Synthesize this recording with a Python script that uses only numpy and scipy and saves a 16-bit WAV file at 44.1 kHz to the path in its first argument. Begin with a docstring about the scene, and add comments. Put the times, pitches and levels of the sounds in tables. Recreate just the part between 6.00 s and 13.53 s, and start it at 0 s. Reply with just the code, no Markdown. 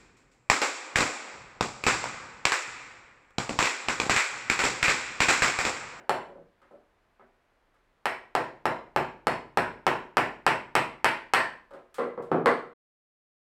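"""A small, lively workshop, one microphone close to the bench. A wooden mallet drives a wide chisel
into a pine beam: each blow is a push, a snap at the edge and a crunch of fibres, brighter as the wood
splits, until a chip tears off and falls. A little further off, the tools are put down: steel clatters,
a handle thumps and the bench rings hollow. Short room echoes follow the hits, over faint still air."""
import sys
import numpy as np
from scipy import signal
from scipy.fft import rfft, irfft
from scipy.io import wavfile
from scipy.ndimage import uniform_filter1d

SR = 44100
rng = np.random.default_rng(int(sys.argv[2]) if len(sys.argv) > 2 else 0)


def dump_mix(stems):
    """Bounce the given channels to the path in sys.argv[1] as a 16-bit WAV at rate SR."""
    frames = np.atleast_2d(stems).T  # one column per channel
    limited = np.clip(frames, -1, 1)  # hard clip at full scale
    pcm = np.round(limited * 32767).astype(np.int16)
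    wavfile.write(sys.argv[1], SR, pcm)


N = 332073
LEAD = SR // 2  # tracks start early: the shop is already ringing at time zero
SIZE = 32768  # samples in one hit
HZ = np.maximum(np.arange(SIZE // 2 + 1) * SR / SIZE, 1)
AGE = np.arange(SIZE) / SR  # seconds since the hit

# mallet blows: start_s, level_db
BLOWS = [(-.19, -0.5), (0.0946, 1), (2.0565, -4.5), (2.3518, 1.2), (2.6555, 0), (2.9624, 0), (3.27, .3),
         (3.5733, 1.5), (3.867, 1.4), (4.17, 1.9), (4.4655, 0.9), (4.7532, 0.7), (5.0448, -0.4),
         (5.3366, 0.8)]
# spectrum of an average blow: pitch_hz, level_db
BLOW_SPECTRUM = [(30, -9), (80, 15.5), (140, 16), (300, 19), (600, 23.5), (900, 25.5), (1250, 21),
                 (1900, 20), (2800, 12.5), (3600, 1), (5200, -3.5), (6500, -13), (8300, -7.5),
                 (10000, -17.5), (15000, -23.5)]
# where the tone of a contact is shaped: thud_hz, body_hz, hardness_hz, crack_hz
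TONE_HZ = [150, 700, 2000, 8000]
# the edge beds into the beam, then loosens as the chip lifts: time_s, seated_share
SEATING = [(2.25, 0.16), (2.85, 0.95), (4.75, 0.8), (5.3, 0.48)]
# resonances of chisel and beam together: pitch_hz, width_hz, lift_db
CHISEL = [(146.5, 29, 3.5), (354, 51, 4.5), (900, 130, 0), (1140, 94, -3), (1755, 390, 0), (4160, 190, 5.5),
          (7520, 600, 4.5), (11200, 1900, 6.5)]
# whole wood knocks, split wood barks: pitch_hz, width_hz, whole_lift_db, split_lift_db
BEAM = [(850, 300, 0.5, -1), (2600, 380, 0.5, 1.5)]
# tone of the chip tearing off: level_db, thud_db, hardness_db, crack_db
TEAR_TONE = (-11.5, -15.5, -3, 4)
# resonances of the loose sliver: pitch_hz, width_hz, lift_db
SLIVER = [(1026, 100, 12.5), (1796, 420, 20.5), (4430, 500, 16.5), (8060, 230, 17.5), (11300, 1000, 0.5)]

# spectrum of a knock on the bench top: pitch_hz, level_db
KNOCK_SPECTRUM = [(30, -4.5), (85, 5.5), (155, 20.5), (200, 18.5), (245, 22), (500, 26.5), (850, 20),
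                  (1270, 23), (2100, 12.5), (3100, 1.5), (4350, -5.5), (6300, -16), (8200, -14.5),
                  (15000, -29.5)]
# the chisel clatters down on the bench: start_s, level_db, hardness_db, rattle_s
CLATTERS = [(5.983, -9, -2, .012), (6.035, -17, -12, 0.012), (6.176, -13.5, -12.5, .0033),
            (6.459, 3, 0.5, 0.001)]
# resonances of the clattering steel: pitch_hz, width_hz, lift_db
CLINK = [(1090, 130, 6), (2020, 160, 5.5), (4400, 450, 5), (8400, 900, 7.5)]
# light wooden bumps as the chisel is repositioned and the chip lands: start_s, level_db, hardness_db
BUMPS = [(.28, -27.5, -18.5), (0.355, -28, -27), (.71, -29, -17), (5.708, -27.5, -6), (5.735, -24.5, -5)]
# partials of a hollow note: pitch_ratio, level_db, t60_s
HOLLOW_PARTIALS = [(0.52, -12, .36), (0.999, 1.5, 0.44), (1.28, -10.5, 0.4), (2.33, -15.5, .3),
                   (2.66, -18, 0.42)]
# tone of the handle's thump: level_db, thud_db, hardness_db, crack_db
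THUMP_TONE = (4, -2.5, -14, -21)
# resonances of the bench top under the thump: pitch_hz, width_hz, lift_db
BENCH_TOP = [(155, 47, 6), (321, 31, 5.5), (410, 90, 1.5)]
# small ticks of the steel edge: start_s, level_db, crack_db
TICKS = [(.617, -39, 5.5), (1.196, -32, -15), (1.742, -51, 14), (5.943, -38.5, 33), (6.223, -46.5, 27.5)]
# low sway of the whole bench: pitch_hz, level_db, t60_s
SWAY = (49, 12, 1.3)

# straight path from bench to microphone: pitch_hz, gain_db
DIRECT = [(50, -8.5), (150, -11.5), (300, -9), (600, -5), (1200, -1.5), (2000, -10.5), (3200, -1),
          (6000, 0.5), (15000, 4.5)]
# first reflections off bench, body and walls: delay_s, share
REFLECTIONS = [(.0023, 0.85), (0.0108, 0.5), (0.0114, 0.51)]
# standing modes of bench and room: pitch_hz, relative_db
SHOP_MODES = [(110, 1.8), (137, 4), (166, 3.5), (244, 7.5), (312, 4), (368, 3.5), (392, 4.5), (470, 1.5),
              (544, -2.5), (633, 0.5), (665, 5.5), (723, 3.5), (820, 0), (884, 7), (923, 0.5), (982, 11),
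              (1031, 5), (1346, 12.5), (1501, 3), (1659, 0), (1746, 4.5), (1873, 6), (2162, 4), (2331, 2),
              (2476, 9)]
# reverberation of the shop: pitch_hz, t60_s
SHOP_T60 = [(80, .5), (210, 0.53), (560, 0.4), (1500, 0.39), (4000, .37), (8000, 0.33), (14000, 0.21)]
# scattered echoes before they mix with the modes: pitch_hz, relative_db
SCATTERED = [(100, -10.5), (400, -9.5), (900, -3.5), (1500, 0), (3000, 1.5)]
# spectrum of the shop's still air: pitch_hz, relative_db
AIR_SPECTRUM = [(15, -36), (25, 2), (48, -10.5), (141, -18.5), (405, -17), (677, -16), (1790, -21),
                (5570, -39.5), (14800, -49), (16000, -52.5)]


def mallet(crunch_hz=1100, snap_hz=4500, snap_s=0.0011, flex_hz=2240):
    """Each blow is one sharp push on the chisel, a snap at the edge, then the crunch of parting fibres."""
    out = np.zeros(N + LEAD)
    crunch_band = signal.butter(1, crunch_hz, "high", fs=SR, output="sos")
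    snap_band = signal.butter(2, snap_hz, "high", fs=SR, output="sos")
    flex = np.exp(-2 * np.pi * flex_hz / SR)
    push = signal.lfilter([-flex, 1], [1, -flex], AGE == 0)  # the flexing blade delays the lows
    for start_s, (level_db, thud_db, hard_db, crack_db), resonances, crunch_s in blows():
        crunch_gain = from_db(-10 + 0.44 * hard_db)  # hard blows split more fibres
        crunch = crunch_gain * signal.sosfilt(crunch_band, rattle(crunch_s, spread_db=4.5))
        snap = signal.sosfilt(snap_band, rattle(snap_s, spread_db=1.5))
        force = flatten(push + snap + crunch, bins=200)
        tone_db = wood_tone(BLOW_SPECTRUM, level_db, thud_db, hard_db, crack_db)
        body = pulse(tone_db + lifts(gripped(CHISEL) + resonances))
        add(out, start_s, signal.fftconvolve(force, body)[:SIZE])
    return out


def blows(split_span_s=(2.7, 4.56), whole_crunch_s=0.004, split_crunch_s=0.019,
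          blade_hz=5450, blade_width_hz=210):
    """Seating and splitting colour each blow: start_s, tone, resonances, crunch_s."""
    for start_s, level_db in BLOWS:
        seated = np.interp(start_s, *np.transpose(SEATING))
        split = np.interp(start_s, split_span_s, [0, 1])
        thud_db = -10 + 11 * seated  # a seated edge passes the blow on to the bench
        # splitting wood is brighter; a heavier blow stays longer in contact and is duller
        hard_db = -6 + 11 * split - 1.5 * level_db
        crack_db = -1 - 5.5 * seated + 8.5 * split - 0.9 * level_db
        # the blade rings while the wood clamps it, less as the split opens
        blade = (blade_hz, blade_width_hz, 13.5 * seated * (1 - 0.52 * split))
        beam = [(hz, width, whole_db + (split_db - whole_db) * split)
                for hz, width, whole_db, split_db in BEAM]
        crunch_s = whole_crunch_s * (split_crunch_s / whole_crunch_s) ** split
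        yield start_s, (level_db, thud_db, hard_db, crack_db), beam + [blade], crunch_s


def gripped(resonances, pitch_spread=0.051, spread_db=1.94):
    """Grip and depth of the cut move each resonance a little from blow to blow."""
    return [(hz * (1 + pitch_spread * rng.normal()), width, db + spread_db * rng.normal())
            for hz, width, db in resonances]


def chip(start_s=5.366, tearing_s=0.022):
    """The last fibres snap one after another and set the loose sliver ringing."""
    out = np.zeros(N + LEAD)
    sliver = pulse(wood_tone(BLOW_SPECTRUM, *TEAR_TONE) + lifts(SLIVER))
    add(out, start_s, signal.fftconvolve(rattle(tearing_s, spread_db=7.0), sliver)[:SIZE])
    return out


def knocks(hollow_width_hz=200, hollow_share=0.48):
    """Bumps and clatters take on the hollow note of what they land on; steel adds its clink."""
    out = np.zeros(N + LEAD)
    for contacts, resonances in (bumps(), []), (clatters(), CLINK):
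        for start_s, tone, hollow_hz, hollow_db, rattle_s in contacts:
            hollow = (hollow_hz, hollow_width_hz, hollow_share * hollow_db)
            add(out, start_s, knock(tone, rattle_s, lifts(resonances + [hollow])))
    return out


def knock(tone, rattle_s, colour_db=0):
    """One loose contact: a brief rattle through the wood of the bench."""
    body = pulse(wood_tone(KNOCK_SPECTRUM, *tone) + colour_db)
    return signal.fftconvolve(rattle(rattle_s, spread_db=1.5), body)[:SIZE]


def clatters(hollow_hz=474, pump_db_per_s=799.5):
    """Steel cracks when it lands hard, and its rattle pumps up the bench's hollow note."""
    for start_s, level_db, hard_db, rattle_s in CLATTERS:
        thud_db = -6 - 0.68 * hard_db
        crack_db = -2.5 + 1.9 * hard_db
        hollow_db = 8.5 + pump_db_per_s * rattle_s
        yield start_s, (level_db, thud_db, hard_db, crack_db), hollow_hz, hollow_db, rattle_s


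def bumps(hollow_hz=570, hollow_db=10.5, rattle_s=0.0081):
    """Light bumps on wood: the softer ones thud more and crack less."""
    for start_s, level_db, hard_db in BUMPS:
        thud_db = -4.5 - 0.39 * hard_db
        crack_db = 3.5 + 0.65 * hard_db
        yield start_s, (level_db, thud_db, hard_db, crack_db), hollow_hz, hollow_db, rattle_s


def hollow_notes(lift_db=3.5):
    """The wood under a bump or clatter rings on; a longer rattle swells the note more slowly."""
    out = np.zeros(N + LEAD)
    for start_s, (level_db, *_), hz, hollow_db, rattle_s in [*bumps(), *clatters()]:
        note_db = at_hz(KNOCK_SPECTRUM, hz) + level_db + hollow_db + lift_db
        note = sum(ring(hz * ratio, note_db + db, t60_s) for ratio, db, t60_s in HOLLOW_PARTIALS)
        swell = 1 - np.exp(-AGE / rattle_s)
        add(out, start_s, note * swell)
    return out[LEAD:]


def thump(start_s=6.3162, rattle_s=0.0014):
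    """The handle lands dull and heavy and shakes the bench top."""
    out = np.zeros(N + LEAD)
    add(out, start_s, knock(THUMP_TONE, rattle_s, lifts(BENCH_TOP)))
    return out


def ticks(thud_db=-1, rattle_s=0.0086):
    """Touches of the edge are too light to wake a hollow note; the sharper ones are harder too."""
    out = np.zeros(N + LEAD)
    for start_s, level_db, crack_db in TICKS:
        hard_db = 3 + 0.34 * crack_db
        add(out, start_s, knock((level_db, thud_db, hard_db, crack_db), rattle_s))
    return out


def bench_sway(chiselling):
    """The whole bench keeps shaking under the blows."""
    low_mode = ring(*SWAY, age=np.arange(2 * SR) / SR)
    return signal.fftconvolve(chiselling, low_mode)[LEAD:LEAD + N]


def shop(track, starts_s, direct_db, room_db, build_s, moving_share=0.65, dull_hz=6000, low_cut_hz=90):
    """What reaches the microphone: direct sound, dull reflections, then a tail of modes and echoes."""
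    direct = pulse(at_hz(DIRECT, HZ) + direct_db)
    dulled = signal.sosfilt(signal.butter(1, dull_hz, fs=SR, output="sos"), direct)
    early = sum(share * np.interp(AGE - delay_s, AGE, dulled, left=0) for delay_s, share in REFLECTIONS)
    modes = sum((-1) ** k * ring(hz, db - 6, at_hz(SHOP_T60, hz))
                for k, (hz, db) in enumerate(SHOP_MODES))
    standing = modes + np.sqrt(1 - moving_share) * scattered_echoes(build_s)
    low_cut = signal.butter(2, low_cut_hz, "high", fs=SR, output="sos")
    out = np.zeros(N + LEAD)
    starts_s = sorted(starts_s)
    hits = np.split(track, [round(s * SR) + LEAD for s in starts_s])[1:]
    for start_s, hit in zip(starts_s, hits):
        moving = np.sqrt(moving_share) * scattered_echoes(build_s)  # arms and tools move between hits
        tail = from_db(room_db) * flatten(standing + moving, bins=160)
        add(out, start_s, signal.fftconvolve(hit, direct + early + signal.sosfilt(low_cut, tail)))
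    return out[LEAD:]


def scattered_echoes(build_s):
    """Dense echoes build up within milliseconds, then die, the treble first."""
    white = rfft(rng.standard_normal(SIZE))
    tail = np.zeros(SIZE)
    centres_hz = np.geomspace(60, 16000, 14)
    for hz, band in zip(centres_hz, np.eye(len(centres_hz))):
        noise = irfft(white * np.interp(np.log(HZ), np.log(centres_hz), band))
        tail += noise * np.exp(-np.log(1000) * AGE / at_hz(SHOP_T60, hz))
    tail = irfft(rfft(flatten(tail, bins=90)) * from_db(at_hz(SCATTERED, HZ)))
    return tail * (1 - np.exp(-AGE / build_s)) * (AGE < AGE[-1] / 2)


def still_air(level_db=-69):
    """Faint, steady room tone."""
    white = rng.standard_normal(N + SIZE)
    noise = signal.fftconvolve(white, pulse(at_hz(AIR_SPECTRUM, HZ)))[SIZE:SIZE + N]
    return from_db(level_db) * noise / noise.std()


def rattle(decay_s, spread_db):
    """A dying burst of tiny contacts of uneven size."""
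    grains = rng.standard_normal(SIZE) * from_db(spread_db * rng.standard_normal(SIZE))
    return flatten(grains * np.exp(-AGE / decay_s), bins=120)


def ring(hz, peak_db, t60_s, age=AGE):
    """A decaying mode whose spectral peak stands at peak_db."""
    damping = np.log(1000) / t60_s
    return from_db(peak_db) * 2 * damping / SR * np.exp(-damping * age) * np.cos(2 * np.pi * hz * age)


def wood_tone(spectrum, level_db, thud_db, hard_db, crack_db):
    """Spectrum of a contact on wood, in dB: weight adds thud, stiffness adds treble."""
    shape = list(zip(TONE_HZ, [thud_db, 0, hard_db, crack_db]))
    return at_hz(spectrum, HZ) + level_db + at_hz(shape, HZ)


def lifts(resonances):
    """Resonance peaks in dB on the frequency grid."""
    return sum(db / (1 + (2 * (HZ - hz) / width) ** 2) for hz, width, db in resonances)


def pulse(spectrum_db):
    """The most compact causal pulse with this spectrum (minimum phase)."""
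    cepstrum = irfft(np.log(from_db(spectrum_db)))
    cepstrum[1:SIZE // 2] *= 2
    cepstrum[SIZE // 2 + 1:] = 0
    return irfft(np.exp(rfft(cepstrum)))


def flatten(burst, bins):
    """Give a burst a flat spectrum of height 1, keeping its fine ripple."""
    spectrum = rfft(burst)
    smooth_power = uniform_filter1d(np.abs(spectrum) ** 2, bins)
    return irfft(spectrum / np.sqrt(smooth_power + 1e-12)) * (AGE < AGE[-1] / 2)


def at_hz(table, hz):
    """Read a table on a log-frequency axis."""
    pitches_hz, values = np.transpose(table)
    return np.interp(np.log(hz), np.log(pitches_hz), values)


def from_db(db):
    """Decibels to gain."""
    return 10 ** (np.asarray(db) / 20)


def add(track, start_s, sound):
    """Mix a sound into a track that starts LEAD samples early."""
    start = round(start_s * SR) + LEAD
    track[start:start + len(sound)] += sound[:len(track) - start]


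def scene():
    """Chiselling close to the microphone, knocks a little further off, in mono."""
    chiselling = mallet() + chip()
    handling = knocks() + ticks() + thump()
    blow_starts_s = [row[0] for row in BLOWS]
    knock_starts_s = [row[0] for row in BUMPS + CLATTERS] + [6.3162]  # the last is the thump
    near = shop(chiselling, blow_starts_s, direct_db=-1, room_db=-2, build_s=0.0044)
    further = shop(handling, knock_starts_s, direct_db=-3, room_db=-1, build_s=0.0078)
    return (near + further + hollow_notes() + bench_sway(chiselling) + still_air())[None]


def record(dry, ceiling=0.43, end_s=6.737, fade_s=0.005, cutoff_hz=16000):
    """The first swing of each blow is softly clipped; the sound stops short and the top is cut."""
    clipped = dry / (1 + (dry / ceiling) ** 6) ** (1 / 6)
    fade = np.clip((end_s - np.arange(N) / SR) / fade_s, 0, 1)
    high_cut = signal.ellip(10, 0.1, 80, cutoff_hz, fs=SR, output="sos")
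    return signal.sosfilt(high_cut, clipped * fade)


dry = scene()
out = record(dry)
dump_mix(out)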